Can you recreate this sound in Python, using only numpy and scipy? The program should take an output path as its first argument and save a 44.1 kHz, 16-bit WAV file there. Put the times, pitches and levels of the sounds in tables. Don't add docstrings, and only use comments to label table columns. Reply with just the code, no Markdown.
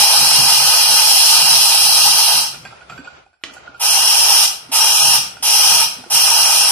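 import sys
import numpy as np
from scipy import signal
from scipy.fft import rfft, irfft, dct, next_fast_len
from scipy.io import wavfile
from scipy.ndimage import uniform_filter1d

SR = 44100
rng = np.random.default_rng(int(sys.argv[2]) if len(sys.argv) > 2 else 0)


def waveform_to_disk(signal):
    frames = np.transpose(np.atleast_2d(signal))
    scaled = np.clip(frames, -1, 1) * 32767
    samples = np.round(scaled).astype(np.int16)
    wavfile.write(sys.argv[1], SR, samples)


def convert_level_to_amplitude(level_db):
    exponent = np.asarray(level_db, float) / 20
    return 10 ** exponent


N = 295911
SNAP_S = 3.4368


def clock():
    return np.arange(N) / SR


def rms_one(x):
    return x / np.sqrt(np.mean(x ** 2) + 1e-20)


def at_hz(points, hz):
    table = np.array(points)
    return np.interp(np.log(hz + 1), np.log(table[:, 0]), table[:, 1])


def coloured(x, points, share=1):
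    size = next_fast_len(x.shape[-1])
    hz = np.arange(size // 2 + 1) * SR / size
    spectrum = rfft(x, size) * convert_level_to_amplitude(share * at_hz(points, hz))
    return irfft(spectrum, size)[..., :x.shape[-1]]


def band_pass(x, band_hz, kind="band"):
    return signal.sosfilt(signal.butter(2, band_hz, kind, fs=SR, output="sos"), x)


def drift(rate):
    r = np.exp(-80 * np.pi * rate / SR)
    white = rng.standard_normal(N // 40 + 2002)
    slow = signal.lfilter([1], [1, -2 * r, r * r], white)[2000:]
    return np.interp(np.arange(N) / 40, np.arange(len(slow)), rms_one(slow))


def resonant_noise(modes, patchy_db):
    out, white = 0, rng.standard_normal((2, 3, N))
    for k, (hz, width_hz, level_db) in enumerate(modes):
        r = np.exp(-np.pi * width_hz / SR)
        poles = [1, -2 * r * np.cos(2 * np.pi * hz / SR), r * r]
        band = signal.lfilter([1, 0, -1], poles, white[k % 2])
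        out = out + convert_level_to_amplitude(level_db + patchy_db * drift(19.4)) * rms_one(band)
    return out


def place(sound, start_s):
    out, at = np.zeros(N), round(start_s * SR)
    out[at:at + len(sound)] = sound[:N - at]
    return out


def ring(start_s, peak_db, hz, t60, rough=0, rise=0.00029):
    t = np.arange(round(.3 * SR)) / SR
    wobble = 1 + rough * uniform_filter1d(rng.standard_normal(len(t)), size=160) * 12
    envelope = convert_level_to_amplitude(peak_db - 60 * t / t60) * (1 - np.exp(-t / rise))
    return place(envelope * wobble * np.sin(2 * np.pi * hz * t), start_s)


def burst(start_s, peak_db, t60, band_hz):
    t = np.arange(round(.3 * SR)) / SR
    puff = convert_level_to_amplitude(peak_db - 60 * t / t60) * rng.standard_normal(len(t))
    return place(band_pass(puff, band_hz), start_s)


def hush():
    t = clock()
    from_s, fall_db_per_s = 3.17, 130
    return convert_level_to_amplitude(-fall_db_per_s * np.clip(t - from_s, 0, None) * (t < SNAP_S))


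# open_s, unseat_time_s, shut_start_s, shut_time_s, jet_level_db
VALVE_TURNS = [
    (-1, .05, 2.37, .16, -8.9),
    (3.795, .02, 4.45, .025, -10.1),
    (4.714, .011, 5.165, .02, -9.8),
    (5.424, .004, 5.835, .02, -10),
    (6.098, .012, 7.5, .02, -10.3),
]


def flow(follows):
    t, out = clock(), 0
    unseat_share, full_s, sag_db_per_s = .6, .045, .7
    for opens, unseat_s, shuts, shutting_s, level_db in VALVE_TURNS:
        jump = np.clip((t - opens) / unseat_s, 0, 1)
        growth = np.clip((t - opens) / full_s, 0, 1) ** 2
        travel = unseat_share * jump + (1 - unseat_share) * growth
        closing = np.clip((shuts + shutting_s - t) / shutting_s, 0, 1) ** 2
        pressure = convert_level_to_amplitude(level_db - sag_db_per_s * (t - max(opens, 0)))
        out = out + travel ** follows * closing * pressure
    return out


# pitch_hz, level_db (per Hz)
RUMBLE_COLOUR = [(60, -33), (100, -16), (122, 2), (140, -3.5), (200, -6.5), (270, -12), (330, -14),
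                 (430, -20), (520, -14), (700, -38.5)]
# pitch_hz, level_db (per Hz)
DEEP_COLOUR = [(15, -41), (30, -14), (45, -3.5), (60, 0), (80, 4.5), (110, -34)]
# peak_time_s, peak_db, length_s
SHUDDERS = [(0.0, -36, .02), (.2, -31, .06), (.4, -35, .1), (.64, -43, .06), (.9, -41, .05),
            (1.43, -40, .12), (2.06, -38, .06), (2.37, -39, .06), (2.6, -45, .1), (2.91, -43, .04),
            (2.97, -44, .04), (5.1, -37, .14), (6.15, -42, .04), (6.43, -44, .04), (5.7, -47, .15)]


def rumble():
    t = clock()
    opposite = np.array([[1], [-1]])
    mid, side = rms_one(coloured(rng.standard_normal((2, N)), RUMBLE_COLOUR))
    deep, deep_side = rms_one(coloured(rng.standard_normal((2, N)), DEEP_COLOUR))
    shudder = 0
    for peak_s, peak_db, length_s in SHUDDERS:
        span_s = length_s * np.where(t < peak_s, .4, 1)
        shudder = shudder + convert_level_to_amplitude(peak_db) * np.exp(-((t - peak_s) / span_s) ** 2)
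    jet_on = flow(1) / flow(1).max()
    keep = np.exp(-1 / (.3 * SR))
    shaking = signal.lfilter([1 - keep], [1, -keep], jet_on, zi=[keep])[0]
    idle_db, shake_db, deep_db, shudder_deep_db = -56, -49, -63, -24
    steady = hush() * (convert_level_to_amplitude(idle_db) + convert_level_to_amplitude(shake_db) * shaking) * convert_level_to_amplitude(2.0 * drift(7.0))
    body = (steady + shudder) * convert_level_to_amplitude(-4.0 + 1.0 * drift(5.2)) * (mid + 0.23 * side * opposite)
    low = np.sqrt(hush()) * convert_level_to_amplitude(deep_db + 2.0 * drift(8.0)) + convert_level_to_amplitude(shudder_deep_db) * shudder
    return body + low * (deep + .45 * deep_side * opposite)


# pitch_hz, level_db (per Hz)
LEAK_COLOUR = [(200, -30), (350, -17), (721, -11.5), (838, -13.5), (1100, -17), (1420, -11.5), (1670, -22),
               (2280, -18.5), (6600, -33), (8000, -47), (10400, -68), (17600, -120)]


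def leak():
    trickle = rms_one(coloured(rng.standard_normal((2, N)), LEAK_COLOUR)) * convert_level_to_amplitude(9.0 + 2.0 * drift(16))
    seep = coloured(rng.standard_normal((2, N)), JET_COLOUR)
    seep = rms_one(coloured(seep, [(10300, 0.5), (11500, -14)]))
    seep = seep * convert_level_to_amplitude(10.0 + 1.1 * drift(8.3))
    trickle_db, seep_db, fall_db, bleed_s = -54, -40, 58, .6
    pressure = 0
    for _, _, shuts, _, _ in VALVE_TURNS:
        since = clock() - shuts
        bled = 1 - np.exp(-np.abs(since) / bleed_s)
        pressure = pressure + (since > 0) * convert_level_to_amplitude(seep_db - fall_db * bled)
    return hush() * convert_level_to_amplitude(trickle_db) * trickle + pressure * seep


# start_s, peak_db, pitch_hz
KNOCKS = [(0.194, -28, 145), (0.377, -37, 145), (2.989, -24, 262), (3.47, -32, 290), (3.51, -33, 260),
          (3.69, -36, 270), (5.4, -36, 270), (4.691, -26.5, 264), (5.982, -27, 250), (6.002, -31, 253),
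          (6.062, -29, 350)]
# pitch_hz, level_db, t60_s (time to fall 60 dB)
KNOB = [(340, -12, 0.054), (1153, -15.5, 0.089), (1974, -4, .025), (2520, 6, 0.011), (2980, 8, 0.0092),
        (4340, -8, 0.01), (5380, -6, 0.01), (7060, -16, .01)]


def hand():
    snap_db = -13
    knocks = sum(ring(s, peak_db, hz, 0.056, rough=.5, rise=.005) for s, peak_db, hz in KNOCKS)
    snap = sum(ring(SNAP_S, snap_db + db - 8.5, hz, t60, rough=0.3) for hz, db, t60 in KNOB)
    crack = burst(SNAP_S, snap_db - 1.5, .045, (1500, 5000))
    crack = crack + burst(SNAP_S, snap_db - 19, .3, (250, 4000))
    tick = burst(3.538, -30, .04, (3500, 12000))
    return knocks + snap + crack + tick


# start_s, peak_db, pitch_hz, metal_ping_db, thud_db
DROPS = [(2.5437, -30.5, 1435, 3, -4), (2.6503, -26.5, 1590, 3.5, -5), (2.7245, -32, 1344, -7, 1),
         (2.808, -23.5, 1454, -14, -24), (2.8969, -25, 1305, -0.5, -9), (2.9195, -25, 1390, -32, -13),
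         (2.9771, -25, 1525, -5, -16), (3.0433, -41, 1600, 10, -4), (3.0722, -22.5, 1444, -10.5, -17),
         (3.1163, -42, 1440, -14, -2), (3.1625, -41, 1390, -7.5, -22.5), (3.2604, -64.5, 1450, 15.5, 24),
         (3.3298, -45, 1500, -7, -7), (3.4106, -50, 1410, -12, -7.5), (3.494, -32, 1416, -21, -29),
         (3.566, -23.5, 1445, -10.5, -19), (3.638, -49, 1440, -3, -13), (3.674, -25, 1433, -17, -18),
         (3.7433, -25.5, 1410, -12, -24), (5.3672, -31, 1423, -1.5, -7), (6.038, -35, 1434, 0.5, -2)]
# pitch_hz, level_db, t60_s (time to fall 60 dB)
PINGS = [(2480, 0, .1), (3300, -6, .05), (4600, -11, .2), (5600, -12, .04), (7450, -5, .08)]


def drops():
    out = np.zeros(N)
    for s, peak_db, hz, ping_db, thud_db in DROPS:
        out += ring(s, peak_db - 0.8, hz, 0.075, rough=0.45, rise=0.0034)
        out += ring(s, peak_db + thud_db + 4.5, 780, 0.035, rough=1.0, rise=.004)
        out += burst(s, peak_db + min(ping_db, 3.0) - 4.5, .14, (500, 3000))
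        for wall_hz, wall_db, t60 in PINGS:
            wall_peak_db = peak_db + ping_db + wall_db - 9.5 + rng.normal(0, 0.78)
            out += ring(s, wall_peak_db, wall_hz, t60, rough=1.0, rise=0.0011)
    return out


# pitch_hz, level_db (per Hz)
JET_COLOUR = [(1120, -52), (1900, -23), (2250, -24), (2400, -13), (3180, -4.5), (3670, -12), (3960, -3),
              (4640, -4.5), (5230, 1), (6960, -12.7), (9750, -3), (11000, -13), (13200, -10), (14200, -16)]
# pitch_hz, width_hz, level_db
JUG_MODES = [(540, 60, -19), (690, 50, -9), (817, 56, 0.5), (913, 38, 1), (998, 180, -6), (1233, 65, -2.5),
             (1491, 97, -7.5), (1814, 560, -14)]
# pitch_hz, width_hz, level_db
WHISTLES = [(2468, 49, -26.5), (2825, 104, -22), (3065, 42, -31), (4476, 150, -25), (5084, 50, -23),
            (5417, 260, -18.5), (10160, 84, -25), (14200, 200, -30)]
# pitch_hz, width_hz, level_db
LATE_WHISTLE = [(5660, 130, 0)]


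def jet():
    level = flow(1) * convert_level_to_amplitude(.15 * drift(3.0))
    boom = flow(.6) * convert_level_to_amplitude(-14.8 + 1.5 * drift(14))
    hiss = rms_one(coloured(rng.standard_normal((3, N)), JET_COLOUR))
    hiss = hiss * convert_level_to_amplitude(1.0 * drift(25) + 0.5 * drift(9.3))
    hiss = rms_one(hiss + resonant_noise(WHISTLES, patchy_db=3.0) * convert_level_to_amplitude(5.5))
    shift_s = 3.1
    hiss = hiss - .42 * (clock() > shift_s) * band_pass(hiss, (3400, 5450))
    late_db = np.where(clock() < shift_s, -26, -11.5)
    hiss = hiss + convert_level_to_amplitude(late_db) * resonant_noise(LATE_WHISTLE, patchy_db=2.0)
    jug = band_pass(resonant_noise(JUG_MODES, patchy_db=2.0), 520, "high")
    return (level * hiss + boom * rms_one(jug)) / np.sqrt(3)


# pitch_hz, t60_s (time to fall 60 dB)
KITCHEN_RING = [(100, 0.15), (1000, 0.53), (5000, 0.37), (14000, 0.3)]
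# pitch_hz, level_db
WET = [(300, -0.5), (800, -4.5), (1500, -0.5), (3000, 1), (5300, 3), (7000, 4.5), (10000, -2.5),
       (14000, 3.5)]


def kitchen(sources, wet_db, right_lag):
    t = np.arange(round(.6 * SR)) / SR
    tail, edges = 0, 60 * 2 ** np.arange(9)
    for low, high in zip(edges, edges[1:]):
        band = band_pass(rng.standard_normal((len(sources), 2, len(t))), [low, high])
        decay = convert_level_to_amplitude(-60 * t / at_hz(KITCHEN_RING, np.sqrt(low * high)))
        band = band * decay * np.clip((t - .002) / 0.0078, 0, 1)
        tail = tail + rms_one(band) * np.sqrt((high - low) * 2 / SR / len(t))
    tail = convert_level_to_amplitude(wet_db) * coloured(tail, WET)
    lag = np.array([[0], [right_lag]])
    tail[..., :64] += np.sinc(np.arange(64) - 16 - lag) * np.hanning(64) * 2
    before = np.concatenate([sources[:, len(t):0:-1], sources], axis=1)
    start = len(t) + 16
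    wet = signal.fftconvolve(before[:, None], tail, axes=2)[..., start:start + N].sum(axis=0)
    return coloured(wet, [(hz, -10 * np.log10(1 + convert_level_to_amplitude(2 * (db + wet_db)))) for hz, db in WET])


# pitch_hz, left_minus_right_db
LEAN = [(270, 2.5), (440, 3), (720, 6), (1170, 2), (1930, 1), (3160, 2), (4300, 1), (5000, -2.5),
        (5600, 4.5), (6400, 2.5), (8520, -3.5), (14000, 0)]


def scene():
    left, right = kitchen(jet(), wet_db=2.5, right_lag=3.5)
    steam = np.array([coloured(left, LEAN, .5), coloured(right, LEAN, -.5)])
    small = kitchen((drops() + hand())[None], wet_db=-5, right_lag=1.3)
    small = small * convert_level_to_amplitude(np.array([[-1.2], [1.6]]))
    small = band_pass(small, 11000, "low")
    return steam + small + leak() + rumble()


# pitch_hz, step_db
STEP = [(300, -25), (1500, -8), (2200, 1), (2900, -1), (3700, 4), (5200, 0), (6300, 4), (7300, 7),
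        (9500, 3), (11300, 7), (13000, 6), (14200, 3)]
# pitch_hz, step_db
HEARING_FLOOR = [(500, -80), (1500, -72), (3500, -62), (4800, -61), (5600, -70), (6500, -60), (10000, -66),
                 (11000, -52), (14000, -50)]


def phone_rounding(x):
    size, half, pad = 1024, 512, 300
    frames = (N + pad) // size + 2
    x = np.pad(x, ((0, 0), (size + pad, (frames + 1) * size - N - size - pad)))
    window = np.sin(np.pi * (np.arange(2 * size) + .5) / (2 * size))
    blocks = x.reshape(2, -1, size)
    slices = np.concatenate([blocks[:, :-1], blocks[:, 1:]], axis=2) * window
    a, b, c, d = np.split(slices, 4, axis=2)
    folded = np.concatenate([-c[..., ::-1] - d, a - b[..., ::-1]], axis=2)
    lines = dct(folded, type=4, norm="ortho")
    hz = (np.arange(size) + .5) * SR / (2 * size)

    def by_band(v):
        return v.reshape(frames, -1, 8).mean(axis=2).repeat(8, axis=1)

    power = np.mean(lines ** 2, axis=0)
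    whim = uniform_filter1d(rng.standard_normal((frames, size // 8)), size=4, axis=0)
    whim_db = 6 * whim.repeat(8, axis=1)
    nearby = np.sqrt(uniform_filter1d(power, size=70, axis=1))
    step = by_band(nearby * convert_level_to_amplitude(at_hz(STEP, hz))) * convert_level_to_amplitude(whim_db)
    block_power = np.mean(blocks ** 2, axis=(0, 2)) + 1e-12
    quieter = np.minimum(block_power, np.roll(block_power, 1))[:-1]
    attack = block_power[1:] > 8 * quieter
    step[attack | np.roll(attack, 1)] *= .03
    step = np.maximum(step, convert_level_to_amplitude(at_hz(HEARING_FLOOR, hz)))
    rounded = np.sign(lines) * step * np.floor(np.abs(lines) / step + .4)
    keep = by_band(power) > (.4 * step) ** 2
    top_hz = 14200 - 350 * (uniform_filter1d(rng.standard_normal(frames), size=3) > .55)
    u = dct(rounded * keep * (hz < top_hz[:, None]), type=4, norm="ortho")
    first, second = u[..., :half], u[..., half:]
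    slices = np.concatenate([second, -second[..., ::-1], -first[..., ::-1], -first], axis=2) * window
    out = slices[:, :-1, size:] + slices[:, 1:, :size]
    return out.reshape(2, -1)[:, pad:pad + N]


def low_pass(x):
    return signal.sosfilt(signal.butter(12, 14590, fs=SR, output="sos"), x)


def record(dry):
    mix = np.clip(phone_rounding(dry), -1, 1)
    return low_pass(mix)


dry = scene()
out = record(dry)
waveform_to_disk(out)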